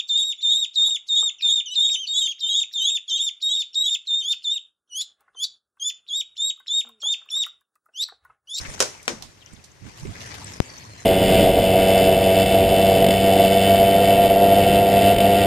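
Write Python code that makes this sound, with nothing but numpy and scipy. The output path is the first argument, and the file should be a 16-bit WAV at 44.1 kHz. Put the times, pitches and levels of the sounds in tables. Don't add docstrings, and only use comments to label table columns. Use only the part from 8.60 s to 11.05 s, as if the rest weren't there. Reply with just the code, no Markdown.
import sys
import numpy as np
from scipy import signal
from scipy.fft import rfft, irfft
from scipy.io import wavfile
from scipy.ndimage import uniform_filter1d, map_coordinates

SR = 44100
rng = np.random.default_rng(int(sys.argv[2]) if len(sys.argv) > 2 else 0)


def generate_wav(signal):
    frames = np.transpose(np.atleast_2d(signal))
    scaled = np.clip(frames, -1, 1) * 32767
    pcm = np.round(scaled).astype(np.int16)
    wavfile.write(sys.argv[1], SR, pcm)


N = 108045
T = np.arange(N) / SR
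HZ = np.arange(N // 2 + 1) * SR / N + 1

# f/Hz, level/dB
HUSH_EQ = [(25, -22), (50, -6.5), (100, 2), (220, -8.5), (450, -10), (1200, -17.5), (2000, -17),
           (3200, -20), (6200, -19), (9000, -29.5), (13000, -38), (15000, -69)]
# t/s, f/Hz, level/dB
WHISTLE_PATH = [(1.92, 5450, -60), (2.01, 4880, -56), (2.065, 4660, -51), (2.14, 4500, -55),
                (2.22, 4320, -56.5), (2.33, 4210, -60), (2.42, 4080, -61), (2.45, 4050, -66)]
# t/s, level/dB
BREEZE_SWELL = [(0, -44), (.2, -46), (.35, -61), (.6, -54.5), (.8, -63.5), (1.15, -64), (1.34, -54),
                (1.41, -44.5), (1.6, -45), (1.75, -45.5), (1.88, -42), (2.05, -49.5), (2.18, -48.5),
                (2.32, -47.5), (2.45, -53)]
# f/Hz, level/dB
BREEZE_EQ = [(20, -24), (50, -9.5), (105, 1.5), (170, -7.5), (300, -14.5), (600, -54.5)]
# t/s, half length/s, level/dB, pan/dB, high cut/Hz
BUFFETS = [(0.015, 0.0096, -39, -16, 107), (0.09, 0.0051, -38, -16, 150), (0.1, 0.051, -44.5, 0, 141),
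           (0.636, 0.038, -50, -13, 220), (0.936, 0.0085, -45.5, -20.5, 214),
           (0.986, 0.014, -52.5, -16.5, 209), (1.234, 0.012, -46.5, -30, 183),
           (1.272, 0.013, -43, -20, 234), (1.431, 0.0065, -34, -13, 132),
           (1.462, 0.0077, -35.5, -20.5, 325), (1.495, 0.015, -35.5, -13, 226)]
# t/s, level/dB, pan/dB
RUSTLE_SWELL = [(0, -39.5, 1), (.065, -39.5, 1.5), (.13, -39, 3), (.19, -41.5, 2.5), (.40, -52, 4.5),
                (.46, -54, 5), (.6, -51.5, 1.5), (.76, -60.5, 5.5), (.93, -55, 4), (1.10, -61.5, 5),
                (1.21, -60, 11), (1.285, -47, 3.5), (1.33, -51.5, 4), (1.39, -44.5, 2), (1.44, -47.5, 2),
                (1.63, -40.5, 1.5), (1.76, -41.5, 4), (1.89, -42.5, 1), (1.97, -41, 3), (1.997, -54.5, 6),
                (2.025, -41, 3), (2.09, -44.5, 1.5), (2.3, -46.5, 2.5), (2.45, -47.5, 3)]
# f/Hz, level/dB
RUSTLE_EQ = [(150, -25.5), (320, -2), (700, -4), (1000, -2), (1400, -7.5), (2000, -2.5), (2900, -8),
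             (4300, -10), (6000, -5), (8000, -12), (11000, -22.5), (13000, -31.5), (15000, -60)]
# t/s, f/Hz, level/dB, half length/s, pan/dB, relative width, slide/(octaves per s)
SQUEAKS_AND_CHIRPS = [(0.015, 5800, -36, 0.0045, 5, .3, -3), (0.059, 1950, -36.5, 0.011, 8.5, 0.6, 0),
                      (.402, 2340, -49, .005, 6, .25, 0), (.635, 855, -50, .02, 0, .6, 0),
                      (.822, 3300, -53.5, 0.015, 4, 0.21, -18.5), (.862, 5930, -43, 0.00095, 12, 0.13, 0),
                      (0.875, 3030, -58, 0.025, 2, 0.15, 2.5), (0.908, 1600, -57.5, .012, 8, 0.3, 2.5),
                      (0.936, 7540, -49.5, 0.006, 1, 0.3, 1), (0.951, 5800, -51, 0.0033, 4, .2, 0),
                      (0.966, 2150, -56.5, 0.0051, 11, 0.13, -2),
                      (0.967, 3480, -54.5, 0.0057, 5, 0.17, -14), (.997, 2500, -57, 0.0055, 8, 0.16, 10),
                      (1.119, 6200, -53.5, .004, 3, .2, 0), (1.665, 6400, -44, 0.0068, 3, 0.41, 0),
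                      (1.722, 2080, -46.5, 0.011, 15, 0.34, 1), (1.74, 800, -45.5, 0.016, 2.5, .6, 0),
                      (1.824, 940, -46, 0.021, 3, 0.5, 0.5), (1.845, 7850, -31.5, 0.0023, 0, 0.079, 0),
                      (1.871, 5750, -42.5, 0.0046, 9, .15, 0), (1.939, 5800, -39, .003, 8.5, 0.2, 0),
                      (2.102, 5800, -44, .003, 10, .12, 0), (2.182, 5940, -44, 0.006, 13, 0.12, 2),
                      (2.406, 6760, -43.5, 0.0045, 3, 0.17, 0)]
# t/s, level/dB, pan/dB, f/Hz, t60/s
TICKS = [(0.1933, -29.5, 3, 5200, 0.0055), (.1995, -38, -2, 5500, .03), (0.4292, -42.5, 5, 7500, 0.015),
         (.455, -44.5, 5, 5800, 0.018), (0.6237, -31, -8, 4380, 0.012), (1.041, -46, -4, 5200, 0.075),
         (1.374, -51.5, -11, 4540, .08), (1.397, -47.5, -5, 7500, .012), (1.605, -40, -6, 3340, 0.096),
         (1.741, -39.5, 4, 3500, 0.055), (1.815, -45.5, -1, 3700, 0.18)]
# t/s, f/Hz, level/dB
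SWISH_PATH = [(.47, 751, -61), (.487, 601, -35), (.505, 445.6, -35), (.518, 335, -33), (.532, 226.5, -40),
              (.58, 209, -48), (.64, 170, -64)]
# f/Hz, level/dB
YARD_EQ = [(100, -25), (250, -4.5), (400, -6), (580, -3.5), (780, -5.5), (1300, -5.5), (2800, -8),
           (4300, -7), (5800, 0.5), (8000, -7.5), (11000, -19.5), (13000, -30.5), (15000, -50)]
# f/Hz, relative level/dB
RINGS = [(409, -15.5), (481, -14.5), (530, -16.5), (600, -11), (980, -14), (1363, -17.5), (1513, -21),
         (2336, -20), (3890, -17), (4486, -19), (4810, -21), (5190, -18), (5270, -22), (5813, -19),
         (6250, -19), (6550, -22), (6845, -15), (8250, -20), (8830, -25)]
# pan/dB, lag/s, send from first blow/dB, send from second/dB
SLAPS = [(-4, .0001, -20, -17), (2, .0001, -12, -24), (1, .0003, -14.5, -15), (-1.5, 0.0033, -5.5, -16)]
SLAP_DELAYS_S = (.0021, .0053, .0127, .0187)
# f/Hz, t60/s, weight in first blow/dB, weight in second/dB
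KNOCK_MODES = [(484, 0.022, -3, -11), (790, 0.027, -16, -5.5), (1210, 0.0082, -6, -4),
               (1485, 0.0076, -3.5, 5.5), (1860, 0.02, -9.5, 2.5), (2374, 0.037, -22, 0),
               (3090, 0.0084, -6, 4), (3780, 0.0092, -10, 4), (4210, 0.017, -10, 0.5),
               (5080, 0.0055, 4.5, -15), (5800, 0.0091, 3, 5), (6620, 0.0055, -5, 2),
               (7450, 0.0057, -4, -11), (8340, 0.0042, -3, 7)]
# t/s, knock gain/dB, pan/dB, lag/s, echo level/dB, tilt of the yard EQ/(dB per octave),
# crack level within the knock/dB, gain of the rings/dB
BLOWS = [(0.2034, -3, 1, 0.00001, -19, -0.5, -4.5, -10.5),
         (0.4794, -15.5, 5, 0.00025, -26, -2.5, 0.5, -27.5)]
# f/Hz, left minus right/dB
PORT_BALANCE = [(400, 0), (1100, 2), (2200, 3.5), (5000, 1.5), (8500, -5.5), (14000, -18.5)]


def undb(db):
    return 10 ** (np.asarray(db) / 20)


def unit(x):
    return x / np.sqrt(np.mean(x ** 2))


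def pan(db):
    return undb(np.array([db, -db]).reshape(2, -1) / 2)


def curve(table):
    times, *columns = np.array(table).T
    return [np.interp(T, times, c) for c in columns]


def noise(gain, likeness):
    mid, side = rfft(rng.standard_normal((2, N)))
    spectrum = np.sqrt(1 + likeness) * mid + np.sqrt(1 - likeness) * side * np.array([[1], [-1]])
    return unit(irfft(spectrum * gain(HZ), N))


def eq(points, tilt_db=0.):
    hz, db = np.array(points).T
    return lambda f: undb(np.interp(np.log(f), np.log(hz), db)
                          + tilt_db * np.log2(np.clip(f, hz[0], hz[-1])))


def band(hz, width):
    return lambda f: 1 / (1 + ((f / hz - hz / f) / width) ** 2)


def decay(start, t60):
    return (T >= start) * np.exp(-np.log(1000) * np.clip((T - start) / t60, 0, 10))


def delay(x, seconds):
    return np.interp(np.arange(N) - np.round(seconds * SR), np.arange(N), x, left=0, right=0)


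def wander(per_s):
    span = int(SR / per_s)
    return unit(uniform_filter1d(uniform_filter1d(rng.standard_normal(N), span), span))


def glide(path, width, steady):
    hz, db = curve(path)
    flutter = noise(lambda f: 1 / (1 + (2 * f / (width * hz.mean())) ** 2), likeness=0.98)
    wobble = np.sqrt(steady) + np.sqrt(1 - steady) * flutter
    tone = np.sqrt(2) * np.sin(2 * np.pi * np.cumsum(hz) / SR)
    gate = (T > path[0][0]) * (T < path[-1][0])
    return undb(db) * gate * wobble * tone


def mode(start, hz, t60, turns=0.):
    age = T[:int(.25 * SR)]
    ring = np.exp(-np.log(1000) * age / t60) * np.sin(2 * np.pi * (hz * age + turns))
    return np.pad(ring, (int(start * SR), N))[:N]


def hush():
    return undb(-54) * noise(eq(HUSH_EQ), likeness=0.26)


def whistle():
    return glide(WHISTLE_PATH, width=0.023, steady=0.34) * pan(-9)


def wind():
    out = undb(curve(BREEZE_SWELL)[0]) * noise(eq(BREEZE_EQ), likeness=0.86)
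    for start, length, db, pan_db, top_hz in BUFFETS:
        eddy = noise(lambda f: f / np.hypot(f, 60) / (1 + (f / top_hz) ** 4), likeness=0)
        out += undb(db) * pan(pan_db) * np.exp(-((T - start) / length) ** 2 / 2) * eddy
    return out


def port_pop(start_s=2.0027, step_db=3.5, bass_cut_hz=92.6, damping=0.75, ceiling=0.92):
    omega = 2 * np.pi * bass_cut_hz
    bass_cut = signal.bilinear([1, 0, 0], [1, 2 * damping * omega, omega ** 2], SR)
    thump = signal.lfilter(*bass_cut, undb(step_db) * (T >= start_s))
    return np.array([np.minimum(thump, ceiling), np.zeros(N)])


def rustle(grain_db=2.5, flutter_db=0.4, patch_db=2.5, diffuse_hz=1190, lag_s=.00042):
    db, pan_db = curve(RUSTLE_SWELL)
    grain = unit(undb(grain_db * wander(per_s=800) + flutter_db * wander(per_s=72)))
    likeness = 0.92 / (1 + (HZ / diffuse_hz) ** 2)
    hiss = rfft(noise(eq(RUSTLE_EQ), likeness))
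    third_octave = np.floor(3 * np.log2(np.clip(HZ, 250, 11000)))
    patchy = sum(irfft(hiss * (third_octave == k), N) * undb(patch_db * wander(per_s=42))
                 for k in np.unique(third_octave))
    out = undb(db) * pan(pan_db) * grain * unit(patchy)
    out[1] = delay(out[1], lag_s)
    return out


def squeaks_and_chirps():
    out = np.zeros((2, N))
    for peak_s, hz, db, length, pan_db, width, slide in SQUEAKS_AND_CHIRPS:
        speed = 2 ** (slide * np.clip(T - peak_s, -3 * length, 3 * length))
        position = peak_s * SR + np.cumsum(speed) - speed[T < peak_s].sum()
        hiss = noise(band(hz, width), likeness=0.27)
        bent = np.array([map_coordinates(side, [position], order=1, mode="mirror") for side in hiss])
        out += undb(db) * pan(pan_db) * np.exp(-((T - peak_s) / length) ** 2) * bent
    return out


def ticks(width=0.93, top_hz=11800, echo_db=-11.5):
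    out = np.zeros((2, N))
    for start, db, pan_db, hz, t60 in TICKS:
        envelope = decay(start, t60) + undb(echo_db) * decay(start, t60=0.24)
        click = noise(lambda f: band(hz, width)(f) / (1 + (f / top_hz) ** 8), likeness=0.18)
        out += undb(db) * pan(pan_db) * envelope * click
    return out


def swish():
    return glide(SWISH_PATH, width=0.68, steady=.35) * pan(1)


def wall_slaps(knock, stroke):
    out = np.zeros((2, N))
    for delay_s, (pan_db, lag, *send_db) in zip(SLAP_DELAYS_S, SLAPS):
        slap = np.array([delay(knock[0], delay_s), delay(knock[1], delay_s + lag)])
        out += undb(send_db[stroke]) * pan(pan_db) * slap
    return out


def yard_echo(start, echo_db, tilt_db, rings_db, late_db=-12.5, build_s=0.0026):
    tail = decay(start, t60=0.18) + undb(late_db) * decay(start, t60=0.49)
    echo = undb(echo_db) * tail * noise(eq(YARD_EQ, tilt_db), likeness=0.2)
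    for hz, db in RINGS:
        t60 = 0.18 * (hz / 1000) ** -.15
        phases = rng.random() + rng.random(2) / 2
        echo += undb(rings_db + db) * np.array([mode(start, hz, t60, turns) for turns in phases])
    return echo * (1 - np.exp(-np.maximum(T - start, 0) / build_s))


def stick_blows(low_cut_hz=170):
    out = np.zeros((2, N))
    for stroke, (start, db, pan_db, lag, echo_db, tilt_db, crack_db, rings_db) in enumerate(BLOWS):
        body = sum((-1) ** j * undb(weight_db[stroke]) * mode(start, hz, t60)
                   for j, (hz, t60, *weight_db) in enumerate(KNOCK_MODES))
        crack = undb(crack_db) * decay(start, t60=0.012) * noise(eq(YARD_EQ, tilt_db), likeness=0.52)
        knock = undb(db) * (body / 2 + crack)
        out += pan(pan_db) * np.array([knock[0], delay(knock[1], lag)])
        out += wall_slaps(knock, stroke)
        out += pan(pan_db / 2) * yard_echo(start, echo_db, tilt_db, rings_db)
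    return signal.sosfilt(signal.butter(2, low_cut_hz, "high", fs=SR, output="sos"), out)


def scene():
    return (hush() + stick_blows() + ticks() + swish() + rustle() + squeaks_and_chirps()
            + wind() + port_pop() + whistle())


def record(dry, top_hz=14900):
    balance = eq(PORT_BALANCE)(HZ)
    heard = irfft(rfft(dry) * np.sqrt([balance, 1 / balance]), N)
    high_cut = signal.ellip(8, .2, 70, top_hz, fs=SR, output="sos")
    return signal.sosfilt(high_cut, np.clip(heard, -1, 1))


dry = scene()
out = record(dry)
generate_wav(out)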